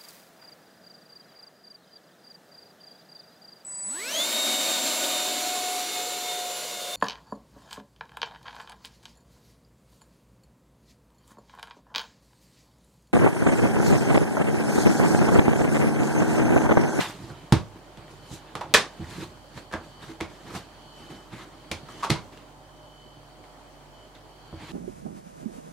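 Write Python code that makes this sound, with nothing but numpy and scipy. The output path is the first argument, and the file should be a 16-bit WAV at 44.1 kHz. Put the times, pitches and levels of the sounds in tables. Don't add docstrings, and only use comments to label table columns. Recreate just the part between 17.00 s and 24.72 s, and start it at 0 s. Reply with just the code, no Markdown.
import sys
import numpy as np
from scipy import signal
from scipy.fft import rfft, irfft, next_fast_len
from scipy.io import wavfile
from scipy.ndimage import uniform_filter1d, map_coordinates

SR = 44100
rng = np.random.default_rng(int(sys.argv[2]) if len(sys.argv) > 2 else 0)


def linear_from_db(decibels):
    return 10 ** (np.asarray(decibels, float) / 20)


def wav_record(signal):
    frames = np.transpose(np.atleast_2d(signal))
    bounded = np.clip(frames, -1, 1)
    quanta = np.round(bounded * 32767).astype(np.int16)
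    wavfile.write(sys.argv[1], SR, quanta)


N = 340452

# [t/s, easing per 20 dB/s, rub level/dB, rumble over rub/dB, hiss over rub/dB]
PRESSES = [(0.01, 0.0951, -26, -12, -9), (.3, 1.1, -54.5, 4, -8), (.76, 0.1, -57, 14, -11),
           (.984, 0.15, -55, 9.5, -17), (1.11, 0.26, -57.5, 10, -1.5), (1.682, -0.1, -51, -4, -7),
           (2.015, 0.22, -53, 15.5, -9), (2.84, .25, -55.5, 2, -4), (3.3, 1.5, -55, -1, -6),
           (4.105, 0.24, -50, 9, -5.5), (4.47, 1, -59, 7, -7), (2.27, 0.3, -58.5, 5, -4),
           (4.9, 0.3, -50.5, 4.5, -4.5), (5.22, 0.37, -58.5, 6, -4.5), (5.33, 0.2, -55, 4.5, -9),
           (7.16, 0.05, -52.5, -1, -18), (7.57, -0.1, -61, 15, -11)]
# [lift t/s, swelling per 20 dB/s, rub level/dB, rumble over rub/dB, hiss over rub/dB]
DRAGS = [
    (1.347, 0.11, -48, 9, 3),
    (1.535, 0.65, -54, 2, -13),
    (1.72, 0.13, -53.5, 13, -25),
    (2.236, 0.37, -42.5, 2, -6),
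    (2.581, 0.07, -44.5, 2.5, -6.5),
    (3.566, 0.11, -38.5, -1, -4.5),
    (5.015, 0.26, -51, -2, -7),
    (7.71, 0.25, -45.5, 1, -10.5),
]
# [start t/s, hold/s, rub level/dB, rumble over rub/dB, hiss over rub/dB]
ROLLS = [
    (0.154, 0.15, -51, 6.5, -5.5),
    (2.103, 0.11, -56, -2, 3.5),
    (3.025, 0.093, -49, -0.5, -7.5),
    (0.036, 0.064, -41.5, -2.5, -4),
    (3.473, 0.039, -49, 10.5, -19),
    (3.965, 0.1, -56.5, 5.5, -3.5),
    (4.335, 0.1, -46.5, 0, -10),
    (7.62, .15, -49.5, 4, -9.5),
]
# [f/Hz, level per Hz/dB]
RUMBLE_SPECTRUM = [(24, -44), (40, -31), (65, -9.5), (160, -1), (235, -11), (329, -2.5), (362, -7),
                   (519, -20), (700, -20), (910, -46), (1540, -120)]
# [f/Hz, level per Hz/dB]
RUB_SPECTRUM = [(210, -41), (350, -14.5), (607, -10), (922, -2.5), (1340, -6), (1630, -5.5), (2500, -10),
                (4000, -12), (5200, -21.5), (8800, -120)]
# [f/Hz, level per Hz/dB]
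FLOUR_SPECTRUM = [(1470, -37), (2500, -9.5), (4170, -2.5), (4760, -4.5), (7250, -5), (13800, -16.5),
                  (16000, -30)]
# [f/Hz, likeness]
NEAR_ALIKE = [(60, 0.82), (180, 0.96), (550, 1), (1650, 0.77), (4970, 0.53), (15000, -0.15)]


def strokes():
    # time, rise s per 20 dB, hold s, fall s per 20 dB, then its levels
    moves = [(s, 0.028, 0, ease, *mix) for s, ease, *mix in PRESSES]
    moves += [(s, swell, 0, 0.067, *mix) for s, swell, *mix in DRAGS]
    moves += [(s, 0.042, hold, 0.072, *mix) for s, hold, *mix in ROLLS]
    t = np.arange(N) / SR
    power = np.zeros((3, N))
    for s, rise, hold, fall, db, weight_db, flour_db in moves:
        near = slice(max(round((s - 3 * rise) * SR), 0), round((s + hold + 3 * fall) * SR))
        before, after = (s - t[near]) / rise, (t[near] - s - hold) / fall
        below_db = 20 * np.maximum(0, np.maximum(before, after))
        power[:, near] += linear_from_db(db - below_db + np.array([[weight_db], [0], [flour_db]])) ** 2
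    gains = np.sqrt(power)
    slip = wobble(45)
    rumble = unit(linear_from_db(1.5 * wobble(30) + 0.7 * slip) * rush(RUMBLE_SPECTRUM, NEAR_ALIKE, patchy_db=3.0))
    rub = unit(linear_from_db(1.5 * slip + 0.73 * wobble(250)) * rush(RUB_SPECTRUM, NEAR_ALIKE, patchy_db=2.1))
    hiss = unit(linear_from_db(0.5 * slip + 1.2 * wobble(600)) * rush(FLOUR_SPECTRUM, NEAR_ALIKE, patchy_db=2.5))
    return gains[0] * rumble + gains[1] * rub + gains[2] * hiss


# [t/s, peak level/dB, brightness/dB, body f/Hz, body level/dB]
TAPS = [(0.3013, -32.5, -26, 1490, 4), (1.2235, -47, -6, 640, 4), (1.5531, -18.5, -6, 1250, -1),
        (1.615, -21, -9, 960, 13), (1.7396, -3.5, 4, 2240, 2), (1.7445, -4.5, -0.5, 1125, 8),
        (.973, -37.5, -5, 3200, 2), (1.08, -40.5, -7, 1860, 11), (2.044, -39, -4.5, 1900, 16),
        (2.5757, -32, -8, 2500, 1), (2.7374, -16.5, -10, 1660, 9), (3.209, -19.5, -4, 2210, 10.5),
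        (5.098, -25, 2, 2150, 7), (5.1023, -9.5, -2, 2140, 5), (5.104, -17, 0, 4360, 16),
        (5.3742, -38.5, -5, 2840, 11), (6.44, -42, -8, 2180, 5), (7.5276, -31.5, -22, 600, 17)]
# [t/s, peak level/dB, brightness/dB, body f/Hz, body level/dB]
PATS = [(.5229, -11.5, -3.5, 907, 0.5), (1.61, -24.5, -7, 850, 10), (1.742, -8, 3.5, 2490, 14),
        (1.7465, -4.5, -0.5, 1775, 15.5), (2.713, -35, -9, 1640, 6), (2.724, -32, -3.5, 1100, 3),
        (2.73, -27.5, -7.5, 1650, 9), (3.204, -28.5, -7.5, 2060, -1), (3.539, -33, -12, 842, 3),
        (3.551, -29.5, -3, 700, 8), (4.7139, -20.5, 0, 2230, 6), (4.886, -33, -1, 1220, 26),
        (5.026, -31, -.5, 1060, 20), (5.031, -16.5, 1, 1150, 30), (5.038, -18.5, -1.5, 1190, 22),
        (5.046, -21.5, -2, 970, 15.5), (5.158, -28.5, -10, 990, 6), (7.15, -46, 5.5, 3700, 15)]
# [f/Hz, level per Hz/dB]
SLAP_SPECTRUM = [(120, -21), (200, -4), (273, -10.5), (373, -4.5), (1060, -4.5), (1370, -6.5), (1740, -8.5),
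                 (3070, -8.5), (3370, -5.5), (10500, -17.5), (16000, -32)]


def slaps():
    track = np.zeros((2, N))
    t = np.arange(SR // 2) / SR
    tap_s, pat_s = 0.0023, 0.0048
    blows = [(*row, tap_s) for row in TAPS] + [(*row, pat_s) for row in PATS]
    for s, db, bright_db, body_hz, body_db, contact in blows:
        def tilt(f):
            return linear_from_db(along(SLAP_SPECTRUM, f) + bright_db * np.clip(np.log2((f + 1) / 1700), -0.3, 1.3))

        def colour(f):
            return tilt(f) * (1 + linear_from_db(body_db) * resonance(f, body_hz, 0.094 * body_hz))

        def room_colour(f):
            walls = 1 / np.sqrt(1 + (f / 9000) ** 2)
            return tilt(f) ** 0.18 * np.abs(colour(f)) ** 0.81 * linear_from_db(0.082 * body_db) * walls

        crack = even(rng.standard_normal((2, len(t))) * np.exp(-t / contact))
        crack *= np.exp(-t / (4 * contact)) * [[1], [0.7]]
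        crack *= 1 - np.exp(-t / (0.061 * contact))
        echo = tail(len(t))
        echo = echo / np.sqrt(np.mean(echo[:, :400] ** 2)) * (1 - np.exp(-t / 0.003))
        echo *= linear_from_db(-12) * np.sqrt(contact / 0.0039)
        blow = filtered(crack, colour) + filtered(echo, room_colour)
        size = np.sqrt(np.mean(np.abs(colour(np.linspace(50, SR / 2, num=400))) ** 2))
        add(track, s, linear_from_db(db - 0.5) / size * blow)
    return stereo(track, NEAR_ALIKE)


def even(x):
    z = rfft(x)
    power = np.abs(z) ** 2
    coarse = uniform_filter1d(power, size=150) / np.mean(power)
    return irfft(z / np.sqrt(coarse + 0.021), x.shape[-1])


# [t/s, peak level/dB, push f/Hz, ring t60/s, deep boom level/dB]
THUMPS = [(.238, -33, 150, 0.08, -14), (0.304, -30.5, 161, 0.14, -12), (.5228, -4, 188, .16, -11),
          (0.978, -39, 205, 0.2, -17), (1.312, -31.5, 158, 0.14, -6), (1.552, -29.5, 180, .18, -12),
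          (1.746, -18, 425, 0.1, -13.5), (1.996, -27.5, 202, 0.24, -3.5), (2.155, -31.5, 173, 0.85, -10),
          (2.7371, -27.5, 272, 0.14, -5.5), (3.088, -35, 322, 0.41, -18), (3.208, -25.5, 282, .16, -8.5),
          (3.539, -35, 291, 0.39, -11), (4.332, -33, 148, 0.27, -26), (4.7135, -30.5, 250, 0.18, -3),
          (5.1, -14, 287, 0.064, -11), (5.1124, -13.5, 141, 0.14, -30), (6.172, -44, 100, .1, -15),
          (7.528, -32, 150, 0.19, -2.5), (7.53, -36.5, 308, 0.21, -20), (2.185, -36, 200, .12, -10),
          (4.832, -36, 150, 0.096, -12)]
# [f/Hz, level/dB, t60/s]
WORKTOP = [(148, 1, 0.12), (126.6, -4, 0.14), (180, 7.5, 0.049), (209, -6.5, 0.092), (260.5, -6.5, .08),
           (324.2, -2.5, 0.12), (429.6, -2, 0.077), (467.5, -12, 0.11), (605, -8, 0.047)]
# [f/Hz, level/dB, t60/s]
CUPBOARD = [(64.2, 2, 0.14), (83.8, 8, 0.19), (105.5, -9, 0.53)]


def thumps():
    track = np.zeros((2, N))
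    t = np.arange(SR // 2) / SR
    for s, db, push_hz, ring_t60, deep_db in THUMPS:
        narrow_db = 8 * (push_hz / 200) ** 3.2
        top = ringing(WORKTOP, t, lambda hz: -narrow_db * np.log2(hz / push_hz) ** 2, ring_t60 / 0.23)
        deep = ringing(CUPBOARD, t, lambda hz: 0, ring_t60 / 0.19)
        boom = top + linear_from_db(deep_db) * deep
        wet = signal.fftconvolve(boom[None, :2000], tail(len(t)), axes=1)[:, :len(t)]
        add(track, s, linear_from_db(db) * (boom + linear_from_db(-12.5) * wet))
    return track


def ringing(modes, t, lean_db, life):
    ring = np.zeros(len(t))
    for hz, db, t60 in modes:
        level_db = db + lean_db(hz) + rng.normal(0, 0.69) - 60 * t / (t60 * life)
        ring += linear_from_db(level_db) * np.sin(2 * np.pi * hz * t)
    ring = ring * (1 - np.exp(-t / 0.011))
    return ring / np.abs(ring).max()


# [f/Hz, t60/s]
KITCHEN = [(100, 0.35), (500, 0.29), (2000, 0.22), (6000, 0.23), (9500, 0.21), (14000, 0.15)]


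def tail(length):
    hz, t, z = signal.stft(rng.standard_normal((2, length)), SR, nperseg=256)
    decay = linear_from_db(-60 * t / along(KITCHEN, hz)[:, None])
    echo = signal.istft(z * decay, SR, nperseg=256)[1][:, :length]
    return echo / np.linalg.norm(echo[0])


# [f/Hz, rms level/dB]
HUM = [(48.4, -55.5), (145.3, -62.5), (296.1, -68.5), (613.7, -64.5), (640.6, -73.5), (689.1, -68.5),
       (737.5, -68)]
# [middle t/s, half length/s, rise/dB]
SWELLS = [(0.427, .11, 9), (0.998, 0.092, 4), (1.307, 0.1, 10), (1.9, .15, 9), (2.977, .09, 9.5),
          (3.45, .12, 3), (4.033, 0.23, 15), (4.577, .08, 2), (5.005, 0.12, 14), (5.79, 0.13, 5.5),
          (6.033, 0.16, 11.5), (7.002, 0.091, 12)]
# [f/Hz, rms level/dB]
UPPER = [(3106, -80), (3160, -80), (3208, -78.5), (3257, -78), (4242, -84), (4587, -81)]
# [f/Hz, width/Hz, level/dB]
PIPES = [(3073, 163, 1), (3237, 190, -1.5), (4370, 540, -3.5), (4550, 28, 3)]
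# [f/Hz, level per Hz/dB]
AIR_SPECTRUM = [(40, -38.5), (70, -23), (100, -2), (152, -16), (180, -13), (300, -8.5), (462, -11.5),
                (620, -9.5), (680, -18), (815, -8.5), (1410, -18), (2500, -25.5), (8000, -31.5),
                (16000, -41.5)]
# [f/Hz, likeness]
FAR_ALIKE = [(60, 0.46), (180, 0.51), (550, 0.77), (1650, 0.094), (4970, 0.000012), (15000, -0.21)]


def fridge():
    t = np.arange(N) / SR
    shaft_hz, whine_hz = 48.54, 3033.5
    hum = np.zeros(N)
    for k, (hz, db) in enumerate(HUM):
        level_db = db + 3.3 * wobble(6.7) * (k > 0)
        hum += np.sqrt(2) * linear_from_db(level_db) * np.sin(2 * np.pi * hz * t + 0.73 * k * wobble(3.7))

    swell_db = sum(db * np.exp(-((t - s) / half) ** 4) for s, half, db in SWELLS)
    whine_db = -73 + 1.5 * wobble(14) + swell_db
    beat = np.cos(np.pi * shaft_hz * (t - 3.985))
    drift = 0.7 * wobble(14) + 0.25 * wobble(2.04) * [[1], [-1]]
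    whine = 2 * linear_from_db(whine_db) * beat * np.sin(2 * np.pi * whine_hz * t + drift)

    upper = np.zeros(N)
    for hz, db in UPPER:
        level_db = db + 2.0 * wobble(4) + 0.37 * (whine_db + 66.5)
        upper += np.sqrt(2) * linear_from_db(level_db) * np.sin(2 * np.pi * hz * t + 0.92 * wobble(16))

    def pipe_ring(f):
        return sum(linear_from_db(db) * resonance(f, hz, width) ** 2 for hz, width, db in PIPES)

    pipes_db = -65.5 + 0.234 * (whine_db + 69) + 3.4 * wobble(2.51)
    pipes = linear_from_db(pipes_db) * unit(filtered(rng.standard_normal((2, N)), pipe_ring))
    air = linear_from_db(-51 + 0.53 * wobble(2.92)) * rush(AIR_SPECTRUM, FAR_ALIKE, patchy_db=1.44)
    return hum + whine + upper + pipes + air


def rush(spectrum, alike, patchy_db):
    z = signal.stft(rng.standard_normal((2, N)), nperseg=512)[2]
    field = uniform_filter1d(rng.standard_normal(z.shape[1:]), size=5, axis=0)
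    field = uniform_filter1d(field, size=5, axis=1)
    pair = signal.istft(z * linear_from_db(patchy_db * unit(field)), nperseg=512)[1][:, :N]
    coloured = filtered(pair, lambda hz: linear_from_db(along(spectrum, hz)))
    return unit(stereo(coloured, alike))


def stereo(pair, alike):
    def shares(hz):
        turn = np.arccos(np.clip(along(alike, hz), -1, 1)) / 2
        return np.array([np.cos(turn), np.sin(turn)])

    mid, side = filtered(pair, shares)
    return np.array([mid + side, mid - side])


def filtered(x, response):
    n = x.shape[-1]
    m = next_fast_len(n + 8192)
    return irfft(rfft(x, m) * response(np.fft.rfftfreq(m, 1 / SR)), m)[..., :n]


def resonance(f, hz, width_hz):
    return 1j * f * width_hz / (hz * hz - f * f + 1j * f * width_hz + 1e-9)


def wobble(rate):
    knots = rng.standard_normal(int(N * rate / SR) + 4)
    return map_coordinates(knots, [np.arange(N) * rate / SR])


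def along(points, hz):
    f, v = np.transpose(points)
    return np.interp(np.log(hz + 1), np.log(f + 1), v)


def unit(x):
    return x / np.sqrt(np.mean(x ** 2) + 1e-20)


def add(track, s, sound):
    part = track[:, round(s * SR):][:, :sound.shape[-1]]
    part += sound[..., :part.shape[-1]]


def scene():
    return strokes() + slaps() + thumps() + fridge()


def roll_off(x):
    return signal.sosfilt(signal.butter(12, 16480, fs=SR, output="sos"), x)


# [f/Hz, left minus right level/dB]
MIC_LEAN = [(60, -4.0), (180, -2.5), (550, -2.0), (1650, -1), (4970, -0.5), (15000, -0.5)]


def record(dry):
    def microphones(hz):
        cut = (1j * hz / (24 + 1j * hz)) ** 4 * (hz < 15900)
        return cut * linear_from_db(np.outer([0.5, -0.5], along(MIC_LEAN, hz)))

    mix = np.clip(filtered(dry, microphones), -1, 1)
    return roll_off(mix)


dry = scene()
out = record(dry)
wav_record(out)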